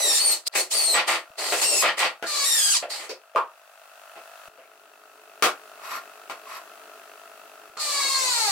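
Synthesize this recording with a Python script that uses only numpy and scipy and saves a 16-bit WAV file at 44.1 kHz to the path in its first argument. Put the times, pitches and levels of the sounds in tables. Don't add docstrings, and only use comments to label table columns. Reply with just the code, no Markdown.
import sys
import numpy as np
from scipy import signal
from scipy.fft import rfft, irfft, next_fast_len
from scipy.io import wavfile
from scipy.ndimage import uniform_filter1d, map_coordinates

SR = 44100
rng = np.random.default_rng(int(sys.argv[2]) if len(sys.argv) > 2 else 0)


def gain_from_db(level_db):
    decades = np.asarray(level_db, float) / 20
    return 10 ** decades


def to_wav(sig):
    pcm = np.clip(np.atleast_2d(sig), -1, 1) * 32767
    pcm = np.round(pcm).astype(np.int16)
    wavfile.write(sys.argv[1], SR, pcm.T)


N = 375291
TIME = np.arange(N) / SR


def unit(x):
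    return x / np.sqrt(np.mean(x ** 2) + 1e-20)


def along(points, hz):
    f, v = np.transpose(points)
    return np.interp(np.log(hz + 1), np.log(f + 1), v)


def played(tables):
    s, *cols = np.transpose(np.concatenate(tables))
    on = sum((TIME >= rows[0][0]) & (TIME < rows[-1][0]) for rows in tables)
    gate = uniform_filter1d(np.minimum(on, 1.), size=200)
    return [np.interp(TIME, s, c) for c in cols] + [gate]


def wobble(rate, times=TIME):
    knots = rng.standard_normal((2, int(N / SR * rate) + 4))
    return np.array([map_coordinates(k, [times * rate]) for k in knots])


def filtered(x, response):
    m = next_fast_len(x.shape[-1] + 8192)
    return irfft(rfft(x, m) * response(np.fft.rfftfreq(m, 1 / SR)), m)[..., :x.shape[-1]]


def modes(peaks):
    def response(f):
        return sum((-1) ** k * gain_from_db(db) * 1j * f * width / (hz * hz - f * f + 1j * f * width)
                   for k, (hz, width, db) in enumerate(peaks))
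    return response


def grit(shape, spread_db):
    return unit(rng.standard_normal(shape) * gain_from_db(spread_db * rng.standard_normal(shape)))


def held(rows, rise_db=1800, fall_db=349):
    t = TIME[::16]
    shapes = [np.interp(t, [start - 1, start, stop, stop + 1],
                        [first_db - rise_db, first_db, last_db, last_db - fall_db])
              for start, stop, first_db, last_db in rows]
    return np.interp(TIME, t, gain_from_db(np.max(shapes, axis=0)))


def driver():
    # start_s, mesh_hz
    fast_mesh = [
        [(0, 2046), (.045, 1937), (.1, 1850), (.19, 1778)],
        [(0.195, 4169), (0.225, 4560), (0.309, 4310), (0.335, 4230)],
        [(0.572, 3956), (0.604, 4310), (0.618, 4430)],
        [(0.722, 3546), (0.74, 4510), (0.756, 4687), (0.814, 4430), (0.912, 4160), (0.955, 3948)],
        [(1.625, 2470), (1.643, 2685), (1.661, 2830), (1.807, 2573), (1.83, 2425)],
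        [(2.44, 1735), (2.464, 1908), (2.56, 1811), (2.62, 1637), (2.72, 1585), (2.75, 1204), (2.775, 950)],
    ]
    fast_db = [-24, -21.5, -25, -24, -25.5, -23]
    # start_s, mesh_hz
    slow_mesh = [
        [(2.26, 608), (2.31, 596), (2.42, 561), (2.45, 564)],
        [(7.775, 614.3), (7.85, 597.4), (7.926, 573), (8.02, 555), (8.19, 531), (8.304, 499), (8.444, 431.7),
         (8.51, 386.3)],
    ]
    slow_db = [-33, -35.5]
    # start_s, mesh_hz
    spindle_mesh = [[(1.65, 7050), (1.69, 7370), (1.81, 6560)]]
    # freq_hz, level_db (per Hz)
    housing = [(1500, -34.5), (2600, -6), (3200, -6.5), (4400, -5.5), (5800, -2), (8500, 1.5), (10000, -6),
               (13000, -9.5), (16000, -18.5)]
    # freq_hz, level_db
    whine_colour = [(1500, -14), (2800, -5), (4500, -1.5), (6200, -2), (8500, 2), (11000, -7.5),
                    (14000, -14), (16500, -49)]
    # freq_hz, level_db
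    growl_colour = [(580, -10), (800, 7.5), (1150, 5.5), (1650, -4.5), (2150, 2.5), (3200, -8), (4300, 10),
                    (5200, -2), (7500, 1.5), (12000, -24)]
    # freq_hz, level_db (per Hz)
    rail = [(290, -28), (500, -9), (728, -9), (831, -2), (970, -5), (1200, 1), (1580, -8), (1940, 1),
            (3270, -5), (4450, -15), (7000, -23), (9100, -54), (15400, -120)]
    # freq_hz, width_hz, level_db
    housing_ring = [(4420, 1290, 0)]
    # freq_hz, width_hz, level_db
    bench_thrum = [(360, 327, -1), (530, 590, 0)]

    rush_gain, ring_gain, wood_gain, bench_gain = trigger()
    teeth = grit((2, N), 3.5)
    rush = rush_gain * gain_from_db(-2.5) * unit(filtered(teeth, lambda f: gain_from_db(along(housing, f))))
    ring = ring_gain * gain_from_db(-2.5) * unit(filtered(teeth, lambda f: modes(housing_ring)(f) ** 2))
    slips = gain_from_db(2.34 * wobble(160)[0]) * grit((2, N), 3.3)
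    wood = wood_gain * gain_from_db(-3.0) * unit(filtered(slips, lambda f: gain_from_db(along(rail, f))))
    bench = bench_gain * gain_from_db(-3) * unit(filtered(slips, lambda f: modes(bench_thrum)(f) ** 2))

    gears = whine(fast_mesh, fast_db, whine_colour, offset_db=0.5, flutter=0.32, rough=0.55, count=8,
                  late_db=6, late_s=0.029)
    gears += whine(slow_mesh, slow_db, growl_colour, offset_db=9, flutter=0.11, rough=0.25, count=20,
                   late_db=15, late_s=0.1)
    gears += whine(spindle_mesh, [-32], whine_colour, offset_db=-1.0, flutter=0.28, rough=0.3, count=1)
    return rush + ring + wood + bench + gears


def trigger():
    # start_s, stop_s, motor_start_db, motor_stop_db, wood_db
    full_pulls = [
        (0, .19, -28, -20, -35),
        (.195, .335, -28, -23, -34.5),
        (.555, .6, -21, -21.5, -30),
        (.713, .95, -23.5, -28.5, -36),
        (1.618, 1.645, -18, -19.5, -26),
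        (1.645, 1.825, -27.5, -22.5, -35.5),
        (2.44, 2.76, -25, -24, -36.5),
    ]
    # start_s, stop_s, motor_start_db, motor_stop_db, wood_db
    half_pulls = [
        (1.385, 1.604, -31.5, -25.5, -32),
        (2.27, 2.446, -32, -25.5, -38),
        (2.904, 3.056, -32.5, -42.5, -37.5),
        (7.801, 8.521, -28.5, -26, -39),
    ]
    # start_s, stop_s, motor_start_db, motor_stop_db, wood_db
    touch = [
        (0.47, 0.478, -26.5, -18, -40.5),
    ]
    # start_s, stop_s, wood_start_db, wood_stop_db
    bites = [(0.561, 0.559, -18, -31), (.54, 0.553, -33.5, -39), (0.946, 1.001, -19, -17),
             (1.08, 1.16, -18, -22.5), (1.826, 1.889, -21, -18), (1.983, 1.995, -20.5, -38),
             (1.993, 2.062, -19, -18)]

    def motor(rows, **speed):
        return held([row[:4] for row in rows], **speed)

    def load(rows, **speed):
        return held([(start, stop, db, db) for start, stop, _, _, db in rows], **speed)

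    cut_db = 4000
    full = motor(full_pulls)
    half = np.maximum(motor(half_pulls), motor(touch, fall_db=cut_db))
    thread = np.maximum(load(full_pulls + half_pulls), load(touch, fall_db=cut_db))
    bite = held(bites, rise_db=1600, fall_db=403)
    stall = held([(start, stop, db - 5, db - 5 - 10.5) for start, stop, db, _ in bites])
    idle = held([(start, stop, first, last - 11) for start, stop, first, last, _ in half_pulls + touch],
                fall_db=2 * 349)
    ring = gain_from_db(3.4 * wobble(14)[0]) * np.maximum(gain_from_db(-11) * full, gain_from_db(-2) * idle)
    thrum_db = np.where(TIME < 2.2, -5, -10.5)
    bench = gain_from_db(thrum_db + 3.3 * wobble(14)[0]) * thread
    return (np.max([full, half, stall], axis=0), np.maximum(ring, gain_from_db(-13) * bite),
            np.maximum(thread, bite), np.maximum(bench, gain_from_db(-13) * bite))


def whine(tables, levels_db, colour, offset_db, flutter, rough, count, late_db=0, late_s=1):
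    mesh_hz, on = played(tables)
    starts = np.array([rows[0][0] for rows in tables])
    row = np.maximum(np.searchsorted(starts, TIME) - 1, 0)
    since = np.abs(TIME - starts[row])
    db = uniform_filter1d(np.asarray(levels_db, float)[row], size=200) - late_db * np.exp(-since / late_s)
    live = on > 0
    t, hz = TIME[live], mesh_hz[live]
    turns = 2 * np.pi * np.cumsum(hz) / SR
    slipping = 1 + 0.23 * np.clip(np.abs(np.gradient(np.log(hz))) * SR - 2.5, 0, 5)
    error = flutter * slipping * (wobble(70, t) + 2.1 * wobble(260, t))
    beat = gain_from_db(3.16 * wobble(45, t)) + rough * (wobble(400, t) + 0.14 * wobble(1600, t))
    sizes = [gain_from_db(along(colour, k * hz)) * (k * hz < SR / 2.7) for k in range(1, count + 1)]
    tones = 0
    for k, size in enumerate(sizes, 1):
        own_beat = np.roll(beat, k * SR // count // 2, axis=1)
        tones = tones + size * own_beat * np.sin(k * turns + k ** 0.64 * error + k * k)
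    shaking = gain_from_db(0.5 * uniform_filter1d(slipping - 1, size=300))
    out = np.zeros((2, N))
    out[:, live] = shaking * tones / np.sqrt(np.sum(np.square(sizes), axis=0) / 2)
    return on * gain_from_db(db + offset_db) * out


def knocks():
    # start_s, peak_db, ring_hz, brightness_db, ring_db
    strikes = [(0.554, -23, 2340, -6, -1.5), (0.95, -26, 1140, -16, -12), (1.523, -21, 780, -3.5, -8),
               (1.826, -19, 1142, -23, -3), (2.226, -27, 1560, -12.5, -1.5), (2.824, -28, 605, -32, 2.5),
               (3.094, -30, 460, -15, 8), (3.093, -35, 4700, -8, 4), (3.349, -24.5, 562, -31, 18.5),
               (3.36, -13, 1080, -28, 10), (4.163, -41, 745, -18, -9), (4.584, -45.5, 547, -41, -1),
               (4.63, -57, 2190, -30, 14), (5.424, -9.5, 1300, -3.5, -2), (6.298, -30.5, 1210, -8.5, 1.5),
               (7.769, -35, 1180, -11, 5)]
    # freq_hz, level_db (per Hz)
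    board = [(59, -70), (100, -30), (186, -24), (451, -2), (713, -2), (1130, -6.5), (1640, -10.5),
             (2560, -7.5), (3910, -22), (5000, -25), (6500, -43), (11000, -120)]
    out, t = np.zeros((2, N + SR)), np.arange(SR // 4) / SR
    for s, db, hz, bright_db, ring_db in strikes:
        shake = grit((2, len(t)), 1.35) * gain_from_db(-60 * np.maximum(t - 0.016, 0) / 0.15)
        shake += 2.1 * gain_from_db(-60 * t / 0.008) * rng.standard_normal(len(t))
        part = modes([(hz, 0.4 * hz, 0)])
        body = filtered(shake, lambda f: gain_from_db(along(board, f)) + gain_from_db(ring_db) * part(f) ** 2)
        crack = filtered(shake, lambda f: 1j * f / (1j * f + 3000) * (7000 / (1j * f + 7000)) ** 2)
        knock = unit(body) + gain_from_db(bright_db - 0.5) * unit(crack)
        out[:, round(s * SR):][:, :len(t)] += gain_from_db(db - 13.0) * knock
    return out[:, :N]


def slides():
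    # start_s, stop_s, start_db, stop_db
    pushes = [
        (5.85, 5.89, -38, -38.5),
        (5.915, 5.975, -32.5, -34),
        (6.495, 6.57, -40, -37),
    ]
    # freq_hz, width_hz, level_db
    slid_wood = [(1090, 126, -0.5), (1375, 81, -3), (1840, 520, -13), (2330, 46, -10), (2510, 120, -13)]
    # freq_hz, width_hz, level_db
    hinge = [(3640, 110, -15), (4350, 45, -2), (4670, 110, -7), (5620, 28, 0), (5930, 28, -4),
             (7130, 150, -11), (7640, 71, -6), (8850, 54, -8), (10600, 26, -4), (12900, 50, 0.5)]
    drag = gain_from_db(0.34 * wobble(60)[0]) * grit((2, N), 2.9)
    wood = unit(filtered(drag, modes(slid_wood)))
    metal = unit(filtered(drag, lambda f: modes(hinge)(f) + 0.026))
    return held(pushes, rise_db=280, fall_db=502) * (wood + gain_from_db(-9.5) * metal)


def room(x, wet_db):
    # freq_hz, t60_s
    decay = [(200, 0.22), (1000, 0.21), (4000, 0.15), (12000, 0.12)]
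    hz, t, z = signal.stft(rng.standard_normal((2, SR // 3)), SR, nperseg=256)
    tail = signal.istft(z * gain_from_db(-60 * t / along(decay, hz)[:, None]), SR, nperseg=256)[1]
    tail /= np.linalg.norm(tail[0])
    late = np.pad(x, ((0, 0), (150, 0)))
    return x + gain_from_db(wet_db) * signal.oaconvolve(late, tail, axes=1)[:, :N]


def thumps():
    # start_s, peak_db
    low_thumps = [
        (1.304, -60),
        (4.484, -58),
        (7.7, -66),
        (8.496, -46),
    ]
    out, t = np.zeros(N + SR), TIME[:SR // 20]
    for s, db in low_thumps:
        out[round(s * SR):][:len(t)] += gain_from_db(db + 14 - 60 * t / 0.0065)
    return out[:N]


def floor():
    # freq_hz, width_hz, level_db
    machine = [(437.4, 16.4, -5), (657, 85, -2.5), (1324, 140, 7), (2606, 190, -7), (4540, 63, -9)]
    # freq_hz, level_db (per Hz)
    air_colour = [(40, -55), (100, -19), (390, -13.5), (700, -4.5), (1300, 7.5), (2600, -5.5), (16000, -6)]
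    # start_s, buzz_db
    lift = [(0, -66), (1.3, -57.5), (2.2, -59), (3.17, -60.5), (3.45, -60.5), (3.74, -57.5), (4.1, -53.5),
            (4.485, -52), (4.49, -60), (5.0, -58.5), (5.4, -55.5), (5.9, -52), (6.3, -53.5), (6.66, -52.5),
            (7.69, -54), (7.7, -56.5), (8.51, -59)]
    buzz_hz = 50
    buzz_db, _ = played([lift])
    hum_mode, frame_mode, panel, *small = machine
    at = np.round((np.arange(int(N / SR * buzz_hz)) / buzz_hz + 0.0165) * SR).astype(int)
    blows = np.zeros(N)
    blows[at] = (-1.) ** np.arange(len(at)) * gain_from_db(0.52 * rng.standard_normal(len(at)))
    puff_shape = signal.fftconvolve(np.abs(blows), gain_from_db(-60 * TIME[:SR // 20] / 0.031))[:N]
    puffs = unit(puff_shape * rng.standard_normal((2, N)))
    drone = rng.standard_normal((2, N))
    frame = unit(filtered(40 * blows + 0.83 * drone,
                          lambda f: modes([frame_mode])(f) * (1j * f / (1j * f + 450)) ** 2))
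    casing = 0.73 * unit(filtered(drone + 1.16 * puffs + 12 * blows, modes([panel])))
    casing += 0.37 * unit(filtered(0.27 * drone + 0.58 * puffs + 15 * blows,
                                   lambda f: modes(small)(f) * 3500 / (3500 + 1j * f)))
    hum = 0.42 * (TIME > 4.488) * unit(filtered(drone, modes([hum_mode, (330, 200, -21)])))
    air = filtered(rng.standard_normal((2, N)), lambda f: gain_from_db(along(air_colour, f)))
    air /= np.std(filtered(air[0], lambda f: f > 5000))
    hiss_db = buzz_db - 5.5 - 1.5 * (TIME < 3.5) + 4.5
    return gain_from_db(buzz_db + 1.5) * (frame + hum + gain_from_db(1.5) * casing) + gain_from_db(hiss_db) * air


def scene():
    # freq_hz, left_right_likeness
    alike = [(100, 0.89), (700, 0.92), (1400, 0.71), (2800, 0.24), (6000, 0.012), (12000, -0.29)]
    gap = gain_from_db(np.interp(TIME, [0.482, 0.482 + 0.0015, 0.508, 0.508 + 0.02], [0, -48, -48, 0]))
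    pair = gap * room(driver() + knocks() + slides(), wet_db=-5.0) + floor()

    def turn(f):
        return np.arccos(np.clip(along(alike, f), -1, 1)) / 2

    mid, side = filtered(pair, lambda f: np.array([np.cos(turn(f)), np.sin(turn(f))]))
    return np.array([mid + side, mid - side])


def band_limit(x):
    return signal.sosfilt(signal.butter(12, 16670, fs=SR, output="sos"), x)


def record(dry):
    # freq_hz, left_over_right_db
    lean = [(300, 0.2), (2800, 1), (5000, -1.5), (9000, 2.5), (14000, -1.5)]

    def ports(f):
        bass_cut = (1j * f / (1j * f + 130)) ** 2
        return bass_cut * (f < 16000) * gain_from_db(np.outer([0.5, -0.5], along(lean, f)))

    x = filtered(dry, ports) + thumps()
    level = np.sqrt(np.abs(uniform_filter1d(np.mean(x ** 2, axis=0), size=260)))
    return band_limit(x / (1 + (level / 0.14) ** 4) ** 0.21)


dry = scene()
out = record(dry)
to_wav(out)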